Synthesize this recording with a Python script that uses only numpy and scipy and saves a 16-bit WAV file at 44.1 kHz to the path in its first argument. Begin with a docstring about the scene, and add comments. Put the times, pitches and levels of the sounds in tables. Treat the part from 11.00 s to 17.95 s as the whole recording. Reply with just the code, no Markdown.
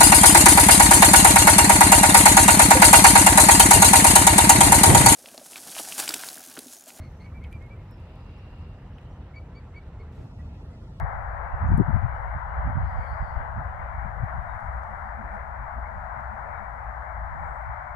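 """A steady roar of far traffic over a quiet garden, with low buffets of breeze that soon drop.
The roar is tyre noise dulled by distance; under it far engines drone and a motor's hum throbs.
The buffets are eddies at a phone's two microphone ports. Small birds whistle and trill faintly,
scattered by fences and leaves. Close by, leaves brush and tick. The phone adds hiss and a thin whine."""
import sys
import numpy as np
from scipy import signal
from scipy.fft import rfft, irfft
from scipy.io import wavfile
from scipy.ndimage import uniform_filter1d

SR = 44100
rng = np.random.default_rng(int(sys.argv[2]) if len(sys.argv) > 2 else 0)


def waveform_to_disk(signal):
    """Save audio, clipped to [-1, 1], as 16-bit WAV at the path in sys.argv[1]."""
    frames = np.transpose(np.atleast_2d(signal))
    scaled = np.clip(frames, -1, 1) * 32767
    samples = np.round(scaled).astype(np.int16)
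    wavfile.write(sys.argv[1], SR, samples)


N = 306495
T = np.arange(N) / SR
FREQS = np.maximum(np.arange(N // 2 + 1) * SR / N, 1)
PORT_LAG_S = 63 / SR  # left port behind right


def traffic(gain_db=0.3, ebb_db_per_s=0.31, swell_db=0.3, flutter_db=0.75):
    """Tyre roar dulled by distance; it slowly thins out and its band edges waver."""
    # tyre spectrum: (frequency [Hz], left [dB/Hz], right [dB/Hz])
    spectrum = [(297, -83, -86.5), (440, -82.5, -84), (534.5, -74, -75), (652, -64, -70.5),
                (800, -61, -67.5), (993, -61, -69.5), (1167, -66, -71), (1546, -66, -78),
                (1790, -70, -85.5), (1995, -71.5, -88), (2342, -84, -99.5), (2590, -100.2, -101.5),
                (2940, -108, -106.8), (4200, -114.5, -115)]
    # wavering bands: (centre [Hz], half width [Hz], changes [1/s], depth [dB], ebb [dB/s])
    edges = [(456, 130, 12, 2.5, 1.1), (2240, 170, 18, 2.5, -0.5), (2480, 240, 20, 2.5, 0)]
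    roar = colour(far_field(), spectrum)
    roar *= undb(gain_db - ebb_db_per_s * T + swell_db * walk(2.66) + flutter_db * walk(12))
    for hz, half_width_hz, rate_hz, depth_db, band_ebb_db_per_s in edges:
        level_db = depth_db * walk(rate_hz) - band_ebb_db_per_s * (T - T.mean())
        roar = sway(roar, hz, half_width_hz, level_db)
    return sway(roar, hz=2140, half_width_hz=230, db=-7 * bell(2.5, 0.086))  # upper edge dips once


def wind(breeze_hz=54, breeze_db=-43, drop_at_s=2.8, drop_db_per_s=6, gust_hz=68, flutter_db=3):
    """Air at the ports: a breeze that drops, fluttering gusts, single eddies that thump."""
    # gusts: (middle [s], length [s], level [dB], left minus right [dB])
    gusts = [(0.724, 0.21, -21, 4.5), (0.973, 0.38, -35.5, 1), (1.75, 0.37, -32.5, -4.5),
             (2.399, 1, -39.5, -1.5), (3.3, 0.73, -38.5, 8), (6.382, 0.31, -38, 2.5)]
    # strongest eddies: (middle [s], length [s], centre [Hz], left [dB], right [dB])
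    eddies = [(0.034, 0.064, 67, -26, -29.5), (0.542, 0.055, 55.7, -49, -25), (0.65, 0.11, 79, -31, -26),
              (.73, 0.1, 98.5, -19.5, -32), (0.802, 0.066, 152, -15.5, -42), (0.895, 0.054, 80, -22, -36),
              (0.951, 0.088, 73.6, -18, -36), (1.045, 0.079, 75.6, -21.5, -39),
              (1.362, 0.04, 69, -43.5, -28.5), (1.588, 0.053, 56, -51, -29), (1.685, .14, 84, -53, -27),
              (1.769, .08, 75.6, -41, -24), (1.839, .14, 63.7, -27, -39), (1.992, .04, 60, -53, -23.5),
              (2.125, 0.047, 55.6, -45, -29.5), (2.225, 0.073, 51.6, -32, -27.5),
              (2.376, 0.028, 51.6, -21.5, -57), (2.41, 0.0356, 64, -52, -29.5), (2.592, .11, 98, -50, -34),
              (3.058, 0.039, 59.3, -27, -40), (3.238, 0.036, 66, -22.5, -30), (3.391, 0.042, 59, -28, -38),
              (4.23, 0.23, 190, -52, -55.5), (4.789, 0.077, 146, -49, -65), (4.97, 0.079, 63, -38, -38),
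              (6.359, .08, 99, -47, -62), (6.687, 0.069, 59.6, -36.5, -39)]
    breeze_gain = undb(breeze_db - drop_db_per_s * np.maximum(T - drop_at_s, 0))
    gust_gain = sum(bell(s, length_s) * undb(db) * pan(pan_db) for s, length_s, db, pan_db in gusts)
    flutter = undb(flutter_db * np.array([walk(21), walk(21.16)]))
    out = (turbulence(N, breeze_hz) * breeze_gain + turbulence(N, gust_hz) * gust_gain) * flutter
    for s, length_s, hz, left_db, right_db in eddies:
        size = int(length_s * SR)
        thump = unit(turbulence(SR // 4, hz)[:, :size] * np.hanning(size))
        add(out, s - length_s / 2, thump * undb([[left_db], [right_db]]))
    return out


def turbulence(size, hz, width_ratio=0.52, cutoff_ratio=2.37, order=3.54):
    """Pressure of eddies passing at about hz, unrelated at the two ports; small eddies die out fast."""
    freqs = bin_hz(size)
    rolloff = np.sqrt(1 + (freqs / (cutoff_ratio * hz)) ** (2 * order))
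    gain = resonance(freqs, hz, width_ratio * hz) / rolloff
    return unit(irfft(rfft(rng.standard_normal((2, size))) * gain, size))


def engines(gain_db=1, ebb_db_per_s=0.5, lump_db=0.5):
    """Lumpy drone of far engines, slowly ebbing."""
    # drone spectrum: (frequency [Hz], left [dB/Hz], right [dB/Hz])
    spectrum = [(14.6, -52.5, -72.5), (30, -69.5, -69), (39.7, -62, -63.5), (58.3, -46, -51.5),
                (84.9, -59, -62.5), (132, -64.5, -73.5), (171, -77.5, -79), (190, -72.5, -75.5),
                (196, -77.5, -84), (221, -80.5, -81.5), (288, -86.5, -96)]
    return colour(far_field(), spectrum) * undb(gain_db - ebb_db_per_s * T + lump_db * walk(12))


def motor(hz=208, wander_hz=7, throb_hz=7.05, swell_db=-58, fading_db=1.5, pan_db=3):
    """A far motor's hum throbs, swells and fades in the moving air."""
    # throbs that stand out: (time [s], level [dB])
    surges = [(3.9, -58), (4.2, -44), (4.35, -52), (4.77, -56), (5.33, -56), (5.62, -54.5)]
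    throb = 1 + np.cos(2 * np.pi * throb_hz * (T - 4.2))
    phase = 2 * np.pi * np.cumsum(hz + wander_hz * walk(12)) / SR
    tone = np.sin([phase - 2 * np.pi * hz * PORT_LAG_S, phase])
    swell = undb(swell_db) * bell(4.37, length_s=4.2)
    swell += sum(undb(db) * bell(s, length_s=0.046) for s, db in surges)
    return tone * throb * swell * undb(fading_db * walk(13)) * pan(pan_db)


def birds(t60_s=0.38, wet_db=-1, dry_db=-5):
    """Thin notes, a trill and far chatter, scattered by fences and leaves."""
    # notes: (start [s], length [s], from [Hz], to [Hz], level [dB], left minus right [dB],
    # rasp [share of pitch])
    notes = [(0.27, .07, 4400, 4400, -80, 6, .018), (0.433, 0.18, 2710, 2650, -70, 6, 0.025),
             (0.657, 0.044, 6800, 6450, -77, 7.5, 0.02), (1.118, .08, 5500, 5330, -83, -4, .022),
             (1.81, 0.091, 4170, 4100, -74, 2, 0.012), (1.965, 0.07, 4480, 4440, -73, 9, .012),
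             (2.05, 0.073, 4400, 4390, -70, 9, 0.025), (2.245, 0.074, 4440, 4430, -72.5, 7, 0.028),
             (2.345, .06, 3250, 3170, -75, -5, 0.021), (3.48, 0.041, 3810, 3750, -73.5, -3, .015),
             (4.02, .09, 4680, 4650, -85, 0, .01), (4.72, .42, 4620, 4590, -90, 2, .008),
             (5.2, .09, 4420, 4300, -82, 2, .025), (5.55, 0.037, 3780, 3720, -76.5, 3, .015),
             (6.362, 0.18, 7450, 7500, -81, -2, .04), (6.44, 0.2, 7950, 7980, -83.5, -4, .025)]
    calls = trill() + chatter()
    for s, length_s, from_hz, to_hz, db, pan_db, rasp in notes:
        size = int(length_s * SR)
        note = whistle(np.linspace(from_hz, to_hz, size), waver=rasp) * np.sqrt(np.hanning(size))
        add(calls, s, note * undb(db) * pan(pan_db))
    t = T[:SR // 2]
    scatter = unit(rng.standard_normal((2, len(t))) * decay(t, t60_s)) / np.sqrt(len(t))
    echoes = signal.fftconvolve(calls, scatter, axes=1)[:, :N]
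    return undb(dry_db) * calls + undb(wet_db) * echoes


def trill(rate_hz=21, low_hz=4480, sweep_hz=760, wander_hz=120, pip_hz=7300, pip_db=-14, pan_db=6):
    """A small bird's quick raspy syllables slide down, each led by a weak high pip."""
    # trill bursts: (middle [s], length [s], level [dB])
    bursts = [(1.878, 0.11, -74), (2.07, 0.26, -71), (2.27, 0.17, -73.5)]
    progress = np.cumsum(rate_hz * (1 + .25 * walk(14))) / SR % 1  # 0 to 1 per syllable
    pitch_hz = low_hz + sweep_hz * (1 - progress) ** 2 + wander_hz * walk(30)
    syllables = whistle(pitch_hz, waver=.035) * np.sqrt(np.sin(np.pi * progress))
    pips = whistle(np.full(N, pip_hz), waver=.025) * np.cos(np.pi * progress) ** 2
    return (syllables + undb(pip_db) * pips) * swells(bursts) * pan(pan_db)


def chatter(count=620, low_hz=2750, high_hz=4900, length_s=0.068, glide=.07,
            spread_db=4, pan_db=-2, width_db=8, base_db=-92.5, chorus_db=-79.5):
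    """Many far birds chirp, louder for a while; distance leaves mostly the lower chirps."""
    out, size = np.zeros((2, N)), int(length_s * SR)
    for when, pitch, slope, loud, side in rng.random((count, 5)):
        hz = low_hz * (high_hz / low_hz) ** (pitch ** 2)
        slide = 1 + glide * (slope - .5) * np.linspace(-1, 1, size)
        chirp = whistle(hz * slide, waver=.025) * np.hanning(size)
        gain = (low_hz / hz) ** 2 * undb(spread_db * loud)
        add(out, when * N / SR, chirp * gain * pan(pan_db + width_db * (side - .5)))
    return out * (undb(base_db) + undb(chorus_db) * bell(1.96, length_s=2.6))


def ticks(tail_db=-22, tail_t60_s=.06):
    """Tiny hard contacts: a short crack in one broad resonance, with a weak tail."""
    # contacts: (time [s], level [dB], ring [Hz], width [Hz], t60 [s], left minus right [dB])
    contacts = [(0.7763, -55.5, 9300, 2800, 0.017, -19), (3.835, -63, 3900, 3600, 0.014, -11),
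                (5.204, -68, 5200, 7000, .012, 1)]
    out, size = np.zeros((2, N)), SR // 10
    t = T[:size]
    for s, db, hz, width_hz, t60_s, pan_db in contacts:
        response = resonance(bin_hz(size), hz, width_hz) ** 2
        ring = unit(irfft(rfft(rng.standard_normal((2, size))) * response, size))
        fade = decay(t, t60_s) + undb(tail_db) * decay(t, tail_t60_s)
        add(out, s, ring * fade * undb(db) * pan(pan_db))
    return out


def leaves(count=40000, spread_db=3, pan_db=-11):
    """Leaves brush close by: tiny dry clicks, dense enough to merge into a rustle."""
    # click spectrum: (frequency [Hz], relative level [dB])
    spectrum = [(3500, -1.5), (6000, -2), (8000, -6), (9500, 3.5), (11000, -5.5)]
    # leaves stirring: (middle [s], length [s], level [dB])
    rustles = [(2.1, 0.75, -85), (3.63, 1.35, -83.5), (3.605, 0.02, -84), (4.345, .06, -80),
               (5.5, 1.6, -87)]
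    clicks = np.zeros((2, N))
    when, loud, side = rng.random((count, 3)).T
    strength = undb(-spread_db * np.log(1 - .99 * loud))  # many weak, few strong
    np.add.at(clicks, ((side > .5).astype(int), (when * N).astype(int)), strength)
    crackle = unit(colour(clicks, [(hz, db, db) for hz, db in spectrum]))
    return crackle * swells(rustles) * pan(pan_db)


def hiss():
    """Steady microphone noise, unrelated in the two channels."""
    # hiss spectrum: (frequency [Hz], left [dB/Hz], right [dB/Hz])
    spectrum = [(2500, -118, -116), (5440, -119.5, -114.5), (7500, -121, -117), (8240, -128, -118),
                (9500, -132, -116.4), (11300, -136, -121), (12500, -134, -122.6), (15500, -136, -124.7)]
    return colour(rng.standard_normal((2, N)), spectrum)


def whine(waver=.003, flicker_db=3):
    """The phone's two faint high tones flicker and swell."""
    # tones: (frequency [Hz], level [dB])
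    tones = [(7068, -92), (10638, -90.5)]
    # added swells: (middle [s], length [s], lower tone [relative dB], upper tone [relative dB])
    rises = [(1.3, .16, -3, 8), (2.05, .24, -2, 9), (3.74, .3, 2, -20)]
    out = np.zeros(N)
    for k, (hz, db) in enumerate(tones):
        swell = 1 + swells((s, length_s, rise_db[k]) for s, length_s, *rise_db in rises)
        gain = swell * undb(db + flicker_db * walk(30))
        out += whistle(np.full(N, hz), waver) * gain
    return out


def far_field(alike_hz=520, direct_share=0.3, direct_hz=1700):
    """White noise at two ports: long waves reach both alike, short ones only by the direct path."""
    direct = direct_share / (1 + (FREQS / direct_hz) ** 4)
    coherence = np.clip(direct + (1 - direct) * np.exp(-(FREQS / alike_hz) ** 2), 0, 1)
    right, unrelated = rfft(rng.standard_normal((2, N)))
    left = coherence * right + np.sqrt(1 - coherence ** 2) * unrelated
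    lag = np.exp(-2j * np.pi * FREQS * PORT_LAG_S)
    return irfft(np.array([left * lag, right]), N)


def colour(white, spectrum, skirt_db_per_octave=40):
    """Shape stereo white noise to rows of (Hz, left dB, right dB), falling off outside them."""
    hz, *sides = np.transpose(spectrum)
    octave, points = np.log2(FREQS), np.log2(hz)
    outside = np.abs(octave - np.clip(octave, points[0], points[-1]))
    gain = undb([np.interp(octave, points, db) - skirt_db_per_octave * outside for db in sides])
    return irfft(rfft(white) * gain * np.sqrt(SR / 2), N)


def sway(x, hz, half_width_hz, db):
    """Let the band around hz follow a level curve."""
    band = irfft(rfft(x) * np.exp(-((FREQS - hz) / half_width_hz) ** 4), N)
    return x + band * (undb(db) - 1)


def whistle(hz, waver):
    """Near-sine whose pitch jitters by the share waver."""
    jitter = unit(uniform_filter1d(rng.standard_normal(len(hz)), size=SR // 150))
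    return np.sqrt(2) * np.sin(2 * np.pi * np.cumsum(hz * (1 + waver * jitter)) / SR)


def resonance(freqs, hz, width_hz):
    """Band-pass response, gain 1 at hz."""
    return 1 / (1 + 1j * (freqs - hz ** 2 / freqs) / width_hz)


def bin_hz(size):
    """FFT bin frequencies, floored at 1 Hz."""
    return np.maximum(np.arange(size // 2 + 1) * SR / size, 1)


def walk(rate_hz):
    """Random steps smoothed twice, rms 1."""
    hold = int(SR / rate_hz)
    steps = np.repeat(rng.standard_normal(N // hold + 1), hold)
    return unit(uniform_filter1d(uniform_filter1d(steps, hold), hold)[:N])


def bell(middle_s, length_s):
    """Gaussian swell, peak 1."""
    return np.exp(-(2 * (T - middle_s) / length_s) ** 2)


def swells(rows):
    """Sum of bells from rows of (middle s, length s, dB)."""
    return sum(bell(s, length_s) * undb(db) for s, length_s, db in rows)


def decay(t, t60_s):
    """Fall of 60 dB per t60_s."""
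    return np.exp(-np.log(1000) * t / t60_s)


def undb(db):
    """Decibels to gain."""
    return 10 ** (np.asarray(db) / 20)


def unit(x):
    """Scale to rms 1."""
    return x / np.sqrt(np.mean(x ** 2, axis=-1, keepdims=True))


def pan(db):
    """Stereo gains for left minus right in dB."""
    return undb(np.array([[db], [-db]]) / 2)


def add(out, s, sound):
    """Mix a stereo sound in from time s."""
    start = int(s * SR)
    a, b = max(start, 0), min(start + sound.shape[1], N)
    out[:, a:b] += sound[:, a - start:b - start]


def scene(dip_db=-16):
    """All sound at the two ports; the rumble dips briefly once."""
    rumble = (engines() + wind()) * undb(dip_db * bell(3.6, length_s=0.036))
    return traffic() + rumble + motor() + birds() + leaves() + ticks()


def record(dry, cutoff_hz=15700):
    """The phone adds hiss, whines in the right channel and cuts the top."""
    out = dry + hiss()
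    out[1] += whine()
    return signal.sosfilt(signal.ellip(10, .1, 70, cutoff_hz, fs=SR, output="sos"), out)


dry = scene()
out = record(dry)
waveform_to_disk(out)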